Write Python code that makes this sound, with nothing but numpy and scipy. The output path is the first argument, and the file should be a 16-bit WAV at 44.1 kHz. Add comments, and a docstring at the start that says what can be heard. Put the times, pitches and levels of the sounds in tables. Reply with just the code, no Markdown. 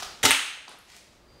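"""A short creak comes first, as a finger squeezes the trigger of a home-made plastic-pipe crossbow.
The catch lets go, the bow's limbs thump the air, and the plunger slams home and rings the frame.
The dart cracks against a nearby surface in the hard-walled living room, then drops with light taps.
Sleeves rustle as the bow is lowered. The recorder turns itself down at the shot and creeps back up
over a low hum and a thin whine."""
import sys
import numpy as np
from scipy import signal
from scipy.fft import rfft, irfft
from scipy.io import wavfile
from scipy.ndimage import uniform_filter1d

SR = 44100
rng = np.random.default_rng(int(sys.argv[2]) if len(sys.argv) > 2 else 0)


def int16_out(signal):
    """Quantize to a 16-bit WAV file."""
    q = np.round(np.clip(np.atleast_2d(signal).T, -1, 1) * 32767)
    wavfile.write(sys.argv[1], SR, q.astype(np.int16))


N = 61739
TIME = np.arange(N) / SR


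def gain(db):
    """Turn decibels into a multiplier."""
    return 10 ** (np.asarray(db) / 20)


def unit(x):
    """Scale a sound to an average (rms) level of 1."""
    return x / np.sqrt(np.mean(x ** 2))


def with_energy(x, db):
    """Give a short sound the energy of 0.01 seconds of steady sound at db."""
    return x * gain(db) * np.sqrt(.01 * SR / np.sum(x ** 2))


def fade(start, fade_s):
    """Die away from a start time. A fade time is how long it takes to drop 60 dB."""
    age = TIME - start
    return (age >= 0) * np.exp(-np.log(1000) * np.maximum(age, 0) / fade_s)


def ring(start, hz, fade_s):
    """One fading note."""
    return fade(start, fade_s) * np.sin(2 * np.pi * hz * (TIME - start))


def wobble(samples):
    """A random wander, slower when smoothed over more samples."""
    return unit(uniform_filter1d(rng.standard_normal(N), size=samples))


def at_hz(hz, table):
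    """Read between the rows of a table of frequencies and values."""
    freqs, values = np.array(table, float).T
    return np.interp(np.log(hz + 1), np.log(freqs), values)


def shape_tone(x, tone):
    """Make some frequencies louder and others softer, following a tone table."""
    hz = np.arange(N + 1) * SR / (2 * N)
    cepstrum = irfft(np.log(gain(at_hz(hz, tone))))
    cepstrum[1:N] *= 2
    cepstrum[N + 1:] = 0  # so the filter rings only after a hit, never before
    return irfft(rfft(x, 2 * N) * np.exp(rfft(cepstrum)))[:N]


# How long the room rings. Each row: frequency in Hz, fade time in seconds.
ROOM_FADES = [(100, .25), (250, 0.37), (550, 0.52), (1400, 0.62), (3500, 0.67), (8000, 0.51), (14000, .43)]
def room_tail(start, build_s=0.0039, bands=16):
    """Wall echoes blur into a wash of noise, each frequency band fading at its own rate."""
    hz = np.arange(N // 2 + 1) * SR / N
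    centres = np.geomspace(ROOM_FADES[0][0], ROOM_FADES[-1][0], bands)
    noise = np.exp(2j * np.pi * rng.random(len(hz)))
    tail = 0
    for centre, share in zip(centres, np.eye(bands)):
        band = irfft(noise * np.interp(hz, centres, share), N)
        tail += band * fade(start, at_hz(centre, ROOM_FADES))
    return tail * (1 - np.exp(-np.maximum(TIME - start, 0) / build_s))


def contact(start, db, fade_s, room_db):
    """One hit: a burst of noise and the room's answer, which builds more slowly for a longer burst."""
    burst = rng.standard_normal(N) * fade(start, fade_s)
    tail = room_tail(start, build_s=0.0039 + fade_s / np.log(1000))
    return with_energy(burst, db) + with_energy(tail, db + room_db)


def knocks(rows, tone, room_db):
    """Hits take on the tone of the part that is struck, keeping their energy."""
    hits = sum(contact(start, db, fade_s, room_db) for start, db, fade_s in rows)
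    return unit(shape_tone(hits, tone)) * np.std(hits)


# Tiny knocks in the frame. Each row: start in seconds, level in dB, fade time in seconds.
CREAK_HITS = [(0.0, -34.5, .15), (0.0235, -36.5, 0.073), (0.0295, -34, 0.049), (0.047, -39.5, 0.085)]
# Their tone. Each row: frequency in Hz, boost or cut in dB.
CREAK_TONE = [(120, -53.5), (200, -21), (397, -8.5), (512, -35.5), (696, -6), (833, -3.5), (998, -11),
              (1200, -1.5), (1950, -9.5), (2130, -11.5), (2850, -8), (5450, -7), (15000, -28)]
def creak():
    """The drawn frame creaks under the trigger finger."""
    return knocks(CREAK_HITS, CREAK_TONE, room_db=-2.5)


# The tone of the room's air. Each row: frequency in Hz, boost or cut in dB.
AIR_TONE = [(15, -32.5), (25, -4), (305, -9.5), (368, -6.5), (523, -12.5), (582, -9), (782, -15.5),
            (1140, -16.5), (3340, -27.5), (4870, -24), (5280, -33.5), (15500, -41.5)]
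def air_and_hum(air_db=-54.5, hum_hz=59, hum_db=-61):
    """Soft room noise and mains hum go on throughout."""
    air = unit(shape_tone(rng.standard_normal(N), AIR_TONE))
    return gain(air_db) * air + gain(hum_db) * np.sin(2 * np.pi * hum_hz * TIME)


# Small taps. Each row: start in seconds, level in dB, pitch in Hz, half the filter's width in Hz,
# fade time in seconds.
TAPS = [(0.0241, -41.5, 740, 183, 0.017), (0.571, -45, 614, 300, .03), (0.678, -34.5, 927, 496, 0.094),
        (0.681, -36.5, 3950, 1650, 0.028), (0.684, -43, 367, 248, 0.17), (0.693, -43.5, 8600, 1990, 0.015),
        (0.714, -41.5, 1280, 1220, 0.071), (0.787, -52, 11040, 1200, 0.037),
        (0.9658, -47.5, 6800, 3660, 0.0025)]
def light_taps():
    """The trigger, and later the dropping dart and loose parts, tap with a rough pitch each."""
    taps = 0
    for start, db, hz, half_width, fade_s in TAPS:
        tap = contact(start, db, fade_s, room_db=0.5)
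        b, a = signal.iirpeak(hz, hz / (2 * half_width), fs=SR)
        pitched = signal.lfilter(b, a, signal.lfilter(b, a, tap))
        taps += unit(pitched) * np.std(tap)
    return taps


# When the whine sounds. Each row: start in seconds, length in seconds, level in dB.
WHINE_SPELLS = [(0.029, 0.14, -57), (1.27, 0.2, -64)]
def whine(hz=4770, waver_hz=37.4, edge_s=0.016):
    """A thin, high, wavering note, perhaps an insect outside."""
    loudness = 0
    for start, length, db in WHINE_SPELLS:
        inside_s = np.minimum(TIME - start, start + length - TIME)
        loudness += gain(db) * np.clip(inside_s / edge_s, 0, 1)
    pitch = hz + waver_hz * wobble(200)
    return loudness * unit(np.sin(2 * np.pi * np.cumsum(pitch) / SR))


# The catch and the scrape. Each row: start in seconds, level in dB, fade time in seconds.
CATCH_HITS = [(0.2298, -7, 0.15), (0.234, -6.5, 0.092), (0.2475, -9, 0.12)]
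# Their tone. Each row: frequency in Hz, boost or cut in dB.
CATCH_TONE = [(59, -32), (100, -3.5), (898, -19), (1210, -6.5), (2040, 3), (2370, -9), (3180, -0.5),
              (4560, -8.5), (6950, -3), (13700, -19), (15500, -35)]
def catch_release():
    """The catch lets go and the plunger scrapes down the tube."""
    return knocks(CATCH_HITS, CATCH_TONE, room_db=-3.5)


# The thump's deep tone. Each row: frequency in Hz, boost or cut in dB.
THUMP_TONE = [(25, -25.5), (65, 4.5), (140, 0), (190, -12), (270, 0.5), (600, -7.5), (850, 1), (1400, -27),
              (5000, -55)]
def limb_thump(start=.24, db=-10, fade_s=0.11):
    """The bow's limbs spring straight and shove the air."""
    return knocks([(start, db, fade_s)], THUMP_TONE, room_db=-3)


# The notes of bow and barrel, plus one low note that lingers in the room.
# Each row: pitch in Hz, level in dB, fade time in seconds.
JOLT_NOTES = [(65.5, -23, 0.17), (269.3, -12.5, 0.23), (277.5, -33.5, 0.85), (372.6, -16, 0.093),
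              (422, -4, 0.086), (583.5, -13, 0.13), (758.6, -10.5, 0.17), (884, -10.5, 0.21),
              (913, -12, .28), (1380, -18.5, 0.27), (2073, -4.5, 0.13), (2975, -12.5, 0.43),
              (3820, -10, 0.277), (7270, -17, .22)]
def jolt_ring(start, rise_s=.007):
    """A jolt rings the frame and one low note of the room; all swell quickly, slightly out of step."""
    rise = np.clip((TIME - start) / rise_s, 0, 1)
    notes = sum(gain(db) * ring(start + rng.random() / hz, hz, fade_s) for hz, db, fade_s in JOLT_NOTES)
    return rise * notes


# The plunger's hits. Each row: start in seconds, level in dB, fade time in seconds.
PLUNGER_HITS = [(0.2512, -6, .028), (0.253, -7.5, 0.003), (0.2553, -2.5, .02), (0.262, -6.5, .025)]
# Their tone. Each row: frequency in Hz, boost or cut in dB.
PLUNGER_TONE = [(88, -44.5), (150, -24), (428, -12.5), (643, -17), (912, -3.5), (985, -14), (1270, -2),
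                (1630, -9), (2920, -3.5), (7270, -10), (15500, -21.5)]
def plunger_slam():
    """The plunger hits its stop and chatters."""
    return knocks(PLUNGER_HITS, PLUNGER_TONE, room_db=-3.5)


# The very short rings in the crack. Each row: pitch in Hz, level in dB, fade time in seconds.
CRACK_NOTES = [(2323, 16, 0.0026), (3440, 13.5, 0.002), (8720, 13, .003), (13000, -2, .002)]
# Echoes off nearby surfaces. Each row: delay in seconds, level in dB compared with the crack.
CRACK_ECHOES = [(.0034, -13), (.0063, -5.5), (.0087, -14.5), (.011, -10.5), (0.0402, -17)]
# The tone of the room's answer. Each row: frequency in Hz, boost or cut in dB.
CRACK_ROOM_TONE = [(200, -34), (500, -25), (850, -11.5), (1100, -6), (2000, -0.5), (2800, 1.5),
                   (4000, -6.5), (5200, -24), (5800, -22), (6400, -5.5), (7300, -18.5), (8100, -5.5),
                   (9200, -7.5), (11000, -19.5), (15500, -37)]
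def dart_crack(start=.3083, low_cut_hz=900, room_db=-0.5):
    """The dart strikes with one sharp crack without bass, and the room throws it back."""
    crack = sum(gain(db) * ring(start, hz, fade_s) for hz, db, fade_s in CRACK_NOTES)
    crack = signal.sosfilt(signal.butter(2, low_cut_hz, "high", fs=SR, output="sos"), crack)
    echoes = sum(gain(db) * np.interp(TIME - delay, TIME, crack) for delay, db in CRACK_ECHOES)
    tail = shape_tone(room_tail(start), CRACK_ROOM_TONE)
    return crack + echoes + with_energy(tail, room_db)


# The rustle's rise and fall. Each row: time in seconds, level in dB.
RUSTLE_LEVELS = [(0.864, -58.5), (0.889, -46.5), (0.945, -46.5), (0.974, -44), (1.002, -54), (1.06, -57),
                 (1.162, -61.5), (1.219, -69), (1.4, -67)]
# Its tone. Each row: frequency in Hz, boost or cut in dB.
RUSTLE_TONE = [(200, -17), (500, -9.5), (900, -7), (1400, -8), (2100, -1.5), (5400, -4), (9000, -10.5),
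               (12000, -20), (15500, -24.5)]
def sleeve_rustle(grain_db=2, room_db=-4.5):
    """Cloth and hands rub on the pipe, faintly at first, swelling as the bow is lowered."""
    grains = gain(grain_db * wobble(90))
    loudness = gain(np.interp(TIME, *np.array(RUSTLE_LEVELS).T))
    rub = loudness * unit(shape_tone(grains * rng.standard_normal(N), RUSTLE_TONE))
    room = unit(room_tail(0)) / np.sqrt(N)
    return rub + gain(room_db) * signal.fftconvolve(rub, room)[:N]


def scene():
    """All the sounds add up at one microphone."""
    crossbow = creak() + catch_release() + plunger_slam() + limb_thump() + jolt_ring(start=.249)
    rebound = gain(-10.5) * jolt_ring(start=.281)  # the limbs bounce back with a second jolt
    mix = crossbow + rebound + dart_crack() + light_taps() + sleeve_rustle() + whine() + air_and_hum()
    return mix[None]


def record(dry):
    """Loud sound turns the gain down at once and it recovers slowly; peaks clip and the top is cut."""
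    threshold_db, deepest_dip_db, recover_db_per_s, top_hz = -26.5, 13.5, 12, 15700
    power = np.abs(uniform_filter1d(dry[0] ** 2, size=64))
    level_db = 10 * np.log10(power + np.finfo(float).eps)
    wanted_dip_db = np.clip(level_db - threshold_db, 0, deepest_dip_db)
    recovery_db = recover_db_per_s * TIME
    dip_db = np.maximum.accumulate(wanted_dip_db + recovery_db) - recovery_db
    clipped = np.clip(dry * gain(-dip_db), -1, 1)
    return signal.sosfilt(signal.ellip(10, .2, 70, top_hz, fs=SR, output="sos"), clipped)


dry = scene()
out = record(dry)
int16_out(out)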